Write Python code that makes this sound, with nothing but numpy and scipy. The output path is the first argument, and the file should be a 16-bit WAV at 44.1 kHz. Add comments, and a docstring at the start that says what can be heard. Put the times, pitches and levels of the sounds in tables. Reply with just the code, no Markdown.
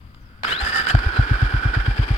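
"""Motorcycle starting outdoors

A single-cylinder motorcycle is started, heard from a phone held by the handlebar; a far bird calls first.
Coloured noise makes the yard, wind, starter grind, knocks and clatter; gliding sines make the gear whines,
short casing rings and bird. Short pressure swings make the puffs and firings, which settle to a thumping
idle with a silencer ring.
The right microphone port is half covered: it lags, rings near 1.5 kHz and is dull above.
"""
import sys
import numpy as np
from scipy import signal
from scipy.fft import rfft, irfft, next_fast_len
from scipy.io import wavfile
from scipy.ndimage import uniform_filter1d

SR = 44100
rng = np.random.default_rng(int(sys.argv[2]) if len(sys.argv) > 2 else 0)


def dump(signal):
    """Clip the signal to [-1, 1] and save it as 16-bit WAV at the path in sys.argv[1]."""
    limited = np.clip(np.atleast_2d(signal).T, -1, 1)
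    pcm = np.round(limited * 32767).astype(np.int16)
    wavfile.write(sys.argv[1], SR, pcm)


def volts(x):
    """Linear amplitude factor 10**(x/20) for a level x in dB, scalar or array-like."""
    e = np.asarray(x, float) / 20
    return 10 ** e


N = 95697
T = np.arange(N) / SR  # time in s
PADDED = next_fast_len(N + 8192)  # transform length, with room for tails
SILENT_DB = -150

# Spectra give only the colour of a noise: its overall level is set apart.
# background of the yard: f/Hz, density/dB
YARD_COLOUR = [(120, -51), (200, -3), (293, -12), (414, -23.5), (1260, -19), (3420, -26.5), (4180, -31.5),
               (4840, -23), (6830, -72), (15500, -47)]
YARD_DB = -51.5
# wind rumble: f/Hz, density/dB
WIND_COLOUR = [(15, -2), (30, -2.5), (90, -1.5), (150, -9.5), (280, -26.5), (400, -68)]
# wind strength before the left and right offsets: t/s, level/dB
GUSTS = [(0, -42), (.4, -45), (.6, -51), (.75, -41.5), (2.17, -41)]
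# how alike the noise is at both ports: f/Hz, likeness/(0 to 1)
LIKENESS = [(300, 0.98), (500, 1), (700, 0.04), (1300, 0.73), (2000, 0.53), (3000, 0.43), (4000, 0),
            (15000, .03)]
# a far bird, before its level flickers: t/s, f/Hz, level/dB
BIRD = [(.14, 7700, -74), (.19, 6600, -71), (.255, 5350, -61), (.31, 4700, -63)]

# starter strength: t/s, grind level/dB, brush hiss level/dB, drive of the casing ring/dB
STARTER = [(0.443, -24.5, -51, -25), (0.461, -32, -51.5, -23), (.482, -26.5, -41, -38),
           (0.522, -25, -38, -47), (.55, -30.5, -49.5, -40), (.596, -33.5, -53.5, -30.5),
           (.604, -25.5, -39, -34), (.64, -29.5, -43.5, -24.5), (.66, -28.5, -38, -22),
           (.69, -30, -39.5, -23), (.725, -31.5, -45, -24.5), (0.759, -30, -35, -14.5),
           (.802, -28.5, -38, -19.5), (0.831, -30.5, -48.5, -32), (.862, -33.5, -49, -26),
           (0.871, -28.5, -38.5, -25), (.906, -22, -32, -16.5), (0.932, -43, -52, -40)]
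# gear teeth: f/Hz, density/dB
GRIND_COLOUR = [(200, -12), (580, -13.5), (1000, -10), (2000, -8), (3500, -11), (5400, -23.5), (6000, -41),
                (12000, -40)]
# casing resonances, pitch before it strays: f/Hz, width/Hz, gain/dB
CASING_MODES = [(790, 23, 0.5), (1300, 117, -4), (1787, 37, 5), (2950, 67, -5), (4885, 90, 14.5)]
# brush hiss: f/Hz, density/dB
BRUSH_COLOUR = [(2000, -32), (5000, 9), (6200, -1.5), (7200, 1), (12000, -9.5), (15500, -14)]
# thin metal inside the starter, pitch before it strays: f/Hz, gain/dB
ROTOR_MODES = [(7150, 3.6), (8000, 2.6), (9200, 4.3)]
ROTOR_WIDTH_HZ = 300
# switch, relay and pinion knocks, and short bursts of starter noise: t/s, level/dB, decay/s
KNOCKS_AND_BURSTS = [(0.146, -42, 0.0038), (0.4344, -16, 0.0032), (0.448, -18.5, 0.0036),
                     (0.869, -15.5, 0.0023), (0.95, -20, 0.0034), (.647, -22.5, 0.0034),
                     (0.759, -29, 0.0074), (0.988, -25, 0.0068)]
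# colour of the knocks and bursts: f/Hz, density/dB
KNOCK_COLOUR = [(300, -24), (900, 7.5), (3000, -1), (5200, -1.5), (6000, -21), (7200, -14), (12000, -29.5),
                (15500, -29)]
# gear whines and short casing rings, one list each, before flutter: t/s, f/Hz, level/dB
WHINES_AND_RINGS = [
    [(.6, 790, -54), (.61, 790, -25.5), (.645, 820, -35)],
    [(.9, 760, -43), (.91, 733, -23), (.922, 775, -55)],
    [(.476, 3080, -26), (.487, 3180, -30), (.533, 4050, -26.5), (.548, 4200, -42)],
    [(.505, 2850, -52), (.527, 2950, -16.5), (.54, 3050, -26.5), (.553, 3350, -25), (.572, 3750, -30.5),
     (.593, 4080, -21.5), (.62, 4250, -37)],
    [(.88, 2850, -46), (.892, 2950, -22), (.905, 3300, -25.5), (.915, 3400, -37)],
    [(.9, 4100, -34), (.93, 4400, -39), (1.0, 5000, -44)],
    [(1.1, 4400, -61), (1.145, 4130, -44.5), (1.178, 4020, -31.5), (1.21, 3980, -51)],
]
FLUTTER_HZ, STARTER_FLUTTER, BIRD_FLUTTER = 78, 0.44, 0.6  # rate, then depths as a share of the level

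# strokes without ignition: t/s, level/dB, f/Hz, length/s, silencer ring level/dB
PUFFS = [(0.631, -16.5, 53.3, 0.011, -30), (1.0667, -7, 63.4, 0.0073, -23)]
PUFF_LEAN = 0.4  # how late the puff is strongest, in lengths
# exhaust firings: t/s, blast level/dB, silencer ring level/dB, force of the valve chuff before it
FIRINGS = [(0.9503, -1.5, -12, 0.7), (1.196, -2.5, -14, 1.4), (1.317, -5, -13.5, 0.97),
           (1.4297, -5, -12.5, 1), (1.5455, -8, -14, 0.54), (1.6603, -7, -14, 0.7), (1.7734, -8, -14, 0.88),
           (1.885, -7, -13, 0.77), (1.998, -5.5, -13.5, 0.82), (2.112, -7, -13, 0.89)]
BLAST_HZ, BLAST_S, BLAST_LEAN = 97, 0.0068, 0.05  # pitch, length, lateness in lengths
VALVE_OPENS_S, OPENING_S = -0.0082, 0.002  # start from the firing time, time to open
PIPE_HZ, PIPE_DB, PIPE_S = 270, -17.5, 0.005  # overtone of the pipe, level under the blast
ECHO_S, ECHO_DB = 0.0175, -20  # the blast returns from the pipe's far end
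RASP_DB, RASP_SLOPE = 3, 9.5  # bark level at a 0 dB blast, rise in dB per dB of blast
RASP_HZ, RASP_S = 740, 0.002
RING_HZ, RING_DELAY_S, RING_CREST_S = 47.5, 0.003, 0.0305
RING_T60_S = 0.12  # time to fall by 60 dB

# running engine; the share grows as the phone nears the cylinder head, then eases:
# t/s, clatter level/dB, share of the valve swell
RUNNING = [(.9, -49, .5), (0.931, -32.5, 0.55), (1.6, -33.5, 0.71), (1.9, -36, 1.77), (2.17, -34.5, 1.15)]
# chain and gear whirr: f/Hz, density/dB
WHIRR_COLOUR = [(150, -9.5), (300, 1), (550, -7), (800, -2), (1400, -1), (2100, -7), (3100, -8),
                (3900, -12.5), (4900, -9.5), (5500, -17), (6000, -27.5), (8500, -26.5), (12000, -34.5),
                (15500, -37)]
WHIRR_TICKS_DB = 2.2  # spread of tick strength
# valve gear in each cycle, swell before force and share: t from firing/s, width/s, swell/dB
VALVES = [(-.024, 0.0098, 4.5), (-.003, 0.011, 2.5), (.031, 0.014, 3)]
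# engine block resonances, pitch before it strays: f/Hz, width/Hz, gain/dB
BLOCK_MODES = [(790, 39, -1), (1495, 27.4, -1.5), (2373, 85, 5), (3190, 220, -3.5), (4850, 66, -3.5)]
BLOCK_FOLLOWS = 2.2  # the block's drive swells this many times more, in dB, than the whirr
WANDER, WANDER_S = 0.006, 0.015  # rms share by which resonances stray as parts turn, smoothing time

# tone of the half-covered right port: f/Hz, gain/dB
RIGHT_PORT = [(60, 0.5), (300, -3.5), (500, 0.5), (800, -7), (1050, -13.5), (1500, -7.5), (2100, 0.8),
              (2500, -17), (3100, -9.5), (3800, -17.5), (4900, -39), (6000, -30), (8500, -16.5),
              (15500, -23)]
RIGHT_LAG_S = 0.00028
# ring in the cupped hand as the grip shifts: t/s, f/Hz, gain/dB
CUP = [(0, 1300, 1.5), (.5, 1526, 13), (1.76, 1532, 16.5), (1.9, 1640, 12), (2.17, 1690, 4.5)]
CUP_WIDTH_HZ = 277
LOW_CUT_HZ, HISS_DB = 8, -69


def evened(x):
    """Scales a signal to an rms of 1."""
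    return x / np.sqrt(np.mean(x ** 2) + 1e-20)


def read(points, hz):
    """Reads a curve between its points, on a logarithmic pitch scale."""
    f, value = np.transpose(points)
    return np.interp(np.log(hz + 1), np.log(f + 1), value)


def level_curve(t, db):
    """Turns level points in dB into an envelope, silent outside them."""
    return volts(np.interp(T, t, db, SILENT_DB, SILENT_DB))


def drift(span_s):
    """Slow random wandering of rms 1, made by smoothing noise twice."""
    size = round(span_s * SR)
    once = uniform_filter1d(rng.standard_normal(N), size)
    return evened(uniform_filter1d(once, size))


def resonate(x, hz, width):
    """Resonance of gain 1, fixed or moving: shift its pitch to zero, smooth, shift back."""
    turn = np.exp(2j * np.pi * np.cumsum(hz * np.ones(N)) / SR)
    r = np.exp(-np.pi * width / SR)
    return 2 * (turn * signal.lfilter([1 - r], [1, -r], x / turn)).real


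def body(x, modes):
    """Rings solid parts: each resonance strays a little in pitch."""
    out = 0
    for hz, width, db in modes:
        moving_hz = hz * (1 + WANDER * drift(WANDER_S))
        out = out + volts(db) * resonate(x, moving_hz, width)
    return out


def burr(spectrum, per_s, spread_db, tail_s):
    """Coloured noise roughened by random ticks, partly alike at both ports; returns a player of envelopes."""
    strength = volts(spread_db * np.minimum(rng.exponential(1, N), 4))
    ticks = strength * (rng.random(N) < per_s / SR)
    grain = evened(signal.lfilter([1], [1, -np.exp(-1 / (tail_s * SR))], ticks) + 1e-9)
    noise = grain * rng.standard_normal((2, N))
    hz = np.fft.rfftfreq(PADDED, 1 / SR)
    colour = volts(read(spectrum, hz))
    colour = colour / np.sqrt(np.mean(colour ** 2))
    same = np.clip(read(LIKENESS, hz), 0, 1)

    def play(envelope):
        """Shapes the noise in time, then colours it and shares it between the ports."""
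        a, b = rfft(noise * envelope, PADDED)
        right = same * a + np.sqrt(1 - same ** 2) * b
        return irfft(colour * np.array([a, right]), PADDED)[:, :N]
    return play


def glide(rows, flutter):
    """A sine along a pitch curve, its level fluttering."""
    t, hz, db = np.transpose(rows)
    wobble = 1 + flutter * np.sin(2 * np.pi * (FLUTTER_HZ * T + rng.random()))
    tone = np.sin(2 * np.pi * np.cumsum(np.interp(T, t, hz)) / SR)
    return level_curve(t, db) * wobble * tone


def yard():
    """Steady background noise of the yard."""
    return burr(YARD_COLOUR, 6000, 1.2, 0.004)(volts(YARD_DB))


def wind():
    """Low, uneven wind rumble, stronger on the left."""
    rumble = burr(WIND_COLOUR, 900, 2.5, 0.01)(volts(np.interp(T, *np.transpose(GUSTS))))
    return rumble * volts([[2.5], [-1.5]])  # left, right in dB


def bird():
    """A falling, fluttering whistle whose level also flickers at random."""
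    flicker = np.clip(1 + 0.5 * drift(0.012), 0, 1)
    return glide(BIRD, BIRD_FLUTTER) * flicker


def starter():
    """Teeth rattle the casing, brushes hiss, parts knock or burst into noise, gears whine, the casing rings."""
    t, grind_db, brush_db, casing_db = np.transpose(STARTER)
    teeth = burr(GRIND_COLOUR, 5000, 3.3, 0.0032)
    grind = teeth(level_curve(t, grind_db))
    casing = body(teeth(level_curve(t, casing_db)), CASING_MODES)

    rub = level_curve(t, brush_db)
    hiss = burr(BRUSH_COLOUR, 3000, 2.4, 0.002)(rub)
    for hz, db in ROTOR_MODES:
        scrape = burr(BRUSH_COLOUR, 300, 3.0, 0.004)(rub)  # sparser ticks
        hiss = hiss + body(scrape, [(hz, ROTOR_WIDTH_HZ, db)])

    hits = np.zeros(N)
    for s, db, decay in KNOCKS_AND_BURSTS:
        hits += volts(db) * (T > s) * np.exp(-np.maximum(T - s, 0) / decay)
    knocks_and_bursts = burr(KNOCK_COLOUR, 9000, 1.5, 0.001)(hits)
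    whines_and_rings = sum(glide(rows, STARTER_FLUTTER) for rows in WHINES_AND_RINGS)
    return grind + casing + hiss + knocks_and_bursts + whines_and_rings


def silencer_ring(s, db):
    """The silencer volume builds up to a crest after a pulse, then swings out."""
    rise = np.clip((T - s - RING_DELAY_S) / (RING_CREST_S - RING_DELAY_S), 0, 1)
    u = T - s - RING_CREST_S  # time from the crest
    fall = volts(db - 60 * np.maximum(u, 0) / RING_T60_S)
    return fall * np.sin(np.pi / 2 * rise) * np.cos(2 * np.pi * RING_HZ * u)


def exhaust():
    """Puffs and firings: a blast with overtone and echo, a bark that grows with force, a silencer ring."""
    out, bark, blasts = np.zeros((3, N))
    for s, db, hz, length, ring_db in PUFFS:
        u = T - s
        swell = np.exp(-(u / length - PUFF_LEAN) ** 2)
        out += volts(db) * swell * np.cos(2 * np.pi * hz * u)
        out += silencer_ring(s, ring_db)
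    for s, blast_db, ring_db, _ in FIRINGS:
        u = T - s
        opening = np.clip((u - VALVE_OPENS_S) / OPENING_S, 0, 1)
        swell = np.exp(-(u / BLAST_S - BLAST_LEAN) ** 2)
        swing = opening * swell * np.cos(2 * np.pi * BLAST_HZ * u)
        overtone = volts(PIPE_DB) * np.exp(-(u / PIPE_S) ** 2) * np.cos(2 * np.pi * PIPE_HZ * u)
        blasts -= volts(blast_db) * (swing - overtone)
        rasp = np.exp(-(u / RASP_S) ** 2) * np.sin(2 * np.pi * RASP_HZ * u)
        bark += volts(RASP_DB + RASP_SLOPE * blast_db) * rasp
        out += silencer_ring(s, ring_db)
    echo = volts(ECHO_DB) * np.interp(T - ECHO_S, T, blasts)
    return out + blasts + echo + bark


def engine():
    """Chain and gear whirr rings the block, swelling where the valves work in each cycle."""
    cycles = [row[0] for row in FIRINGS] + [PUFFS[-1][0]]  # the last puff works the valves too
    force = rng.uniform(0.8, 0.87, (len(cycles), len(VALVES)))
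    force[:-1, 0] = [row[-1] for row in FIRINGS]  # the chuff before each firing
    swell_db = np.zeros(N)
    for s, row in zip(cycles, force):
        for push, (at, width, db) in zip(row, VALVES):
            swell_db += push * db * np.exp(-((T - s - at) / width) ** 2)

    t, db, share = np.transpose(RUNNING)
    level_db = np.interp(T, t, db, SILENT_DB)
    swell_db = swell_db * np.interp(T, t, share)
    whirr = burr(WHIRR_COLOUR, 4500, WHIRR_TICKS_DB, 0.004)
    struck = whirr(volts(level_db + BLOCK_FOLLOWS * swell_db))
    return whirr(volts(level_db + swell_db)) + body(struck, BLOCK_MODES)


def scene():
    """Adds up all the sounds at the two ports."""
    return yard() + wind() + bird() + starter() + exhaust() + engine()


def top_cut(x):
    """Nothing passes above the cut-off."""
    return signal.sosfilt(signal.butter(12, 16420, fs=SR, output="sos"), x)


def record(dry):
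    """The right port lags, loses treble and rings in the cupped hand; faint electronic hiss on both."""
    dry = signal.lfilter(*signal.butter(1, LOW_CUT_HZ, "high", fs=SR), dry)
    hz = np.fft.rfftfreq(PADDED, 1 / SR)
    lag = np.exp(-2j * np.pi * hz * RIGHT_LAG_S)
    right = irfft(rfft(dry[1], PADDED) * volts(read(RIGHT_PORT, hz)) * lag, PADDED)[:N]

    t, cup_hz, cup_db = np.transpose(CUP)
    cup_hz = np.interp(T, t, cup_hz)
    cup = resonate(dry[1], cup_hz, CUP_WIDTH_HZ)
    cup = resonate(cup, cup_hz, CUP_WIDTH_HZ * 2)
    right = right - volts(np.interp(T, t, cup_db)) * cup

    hiss = volts(HISS_DB) * rng.standard_normal((2, N))
    mix = np.array([dry[0], right]) + hiss
    return top_cut(mix)


dry = scene()
out = record(dry)
dump(out)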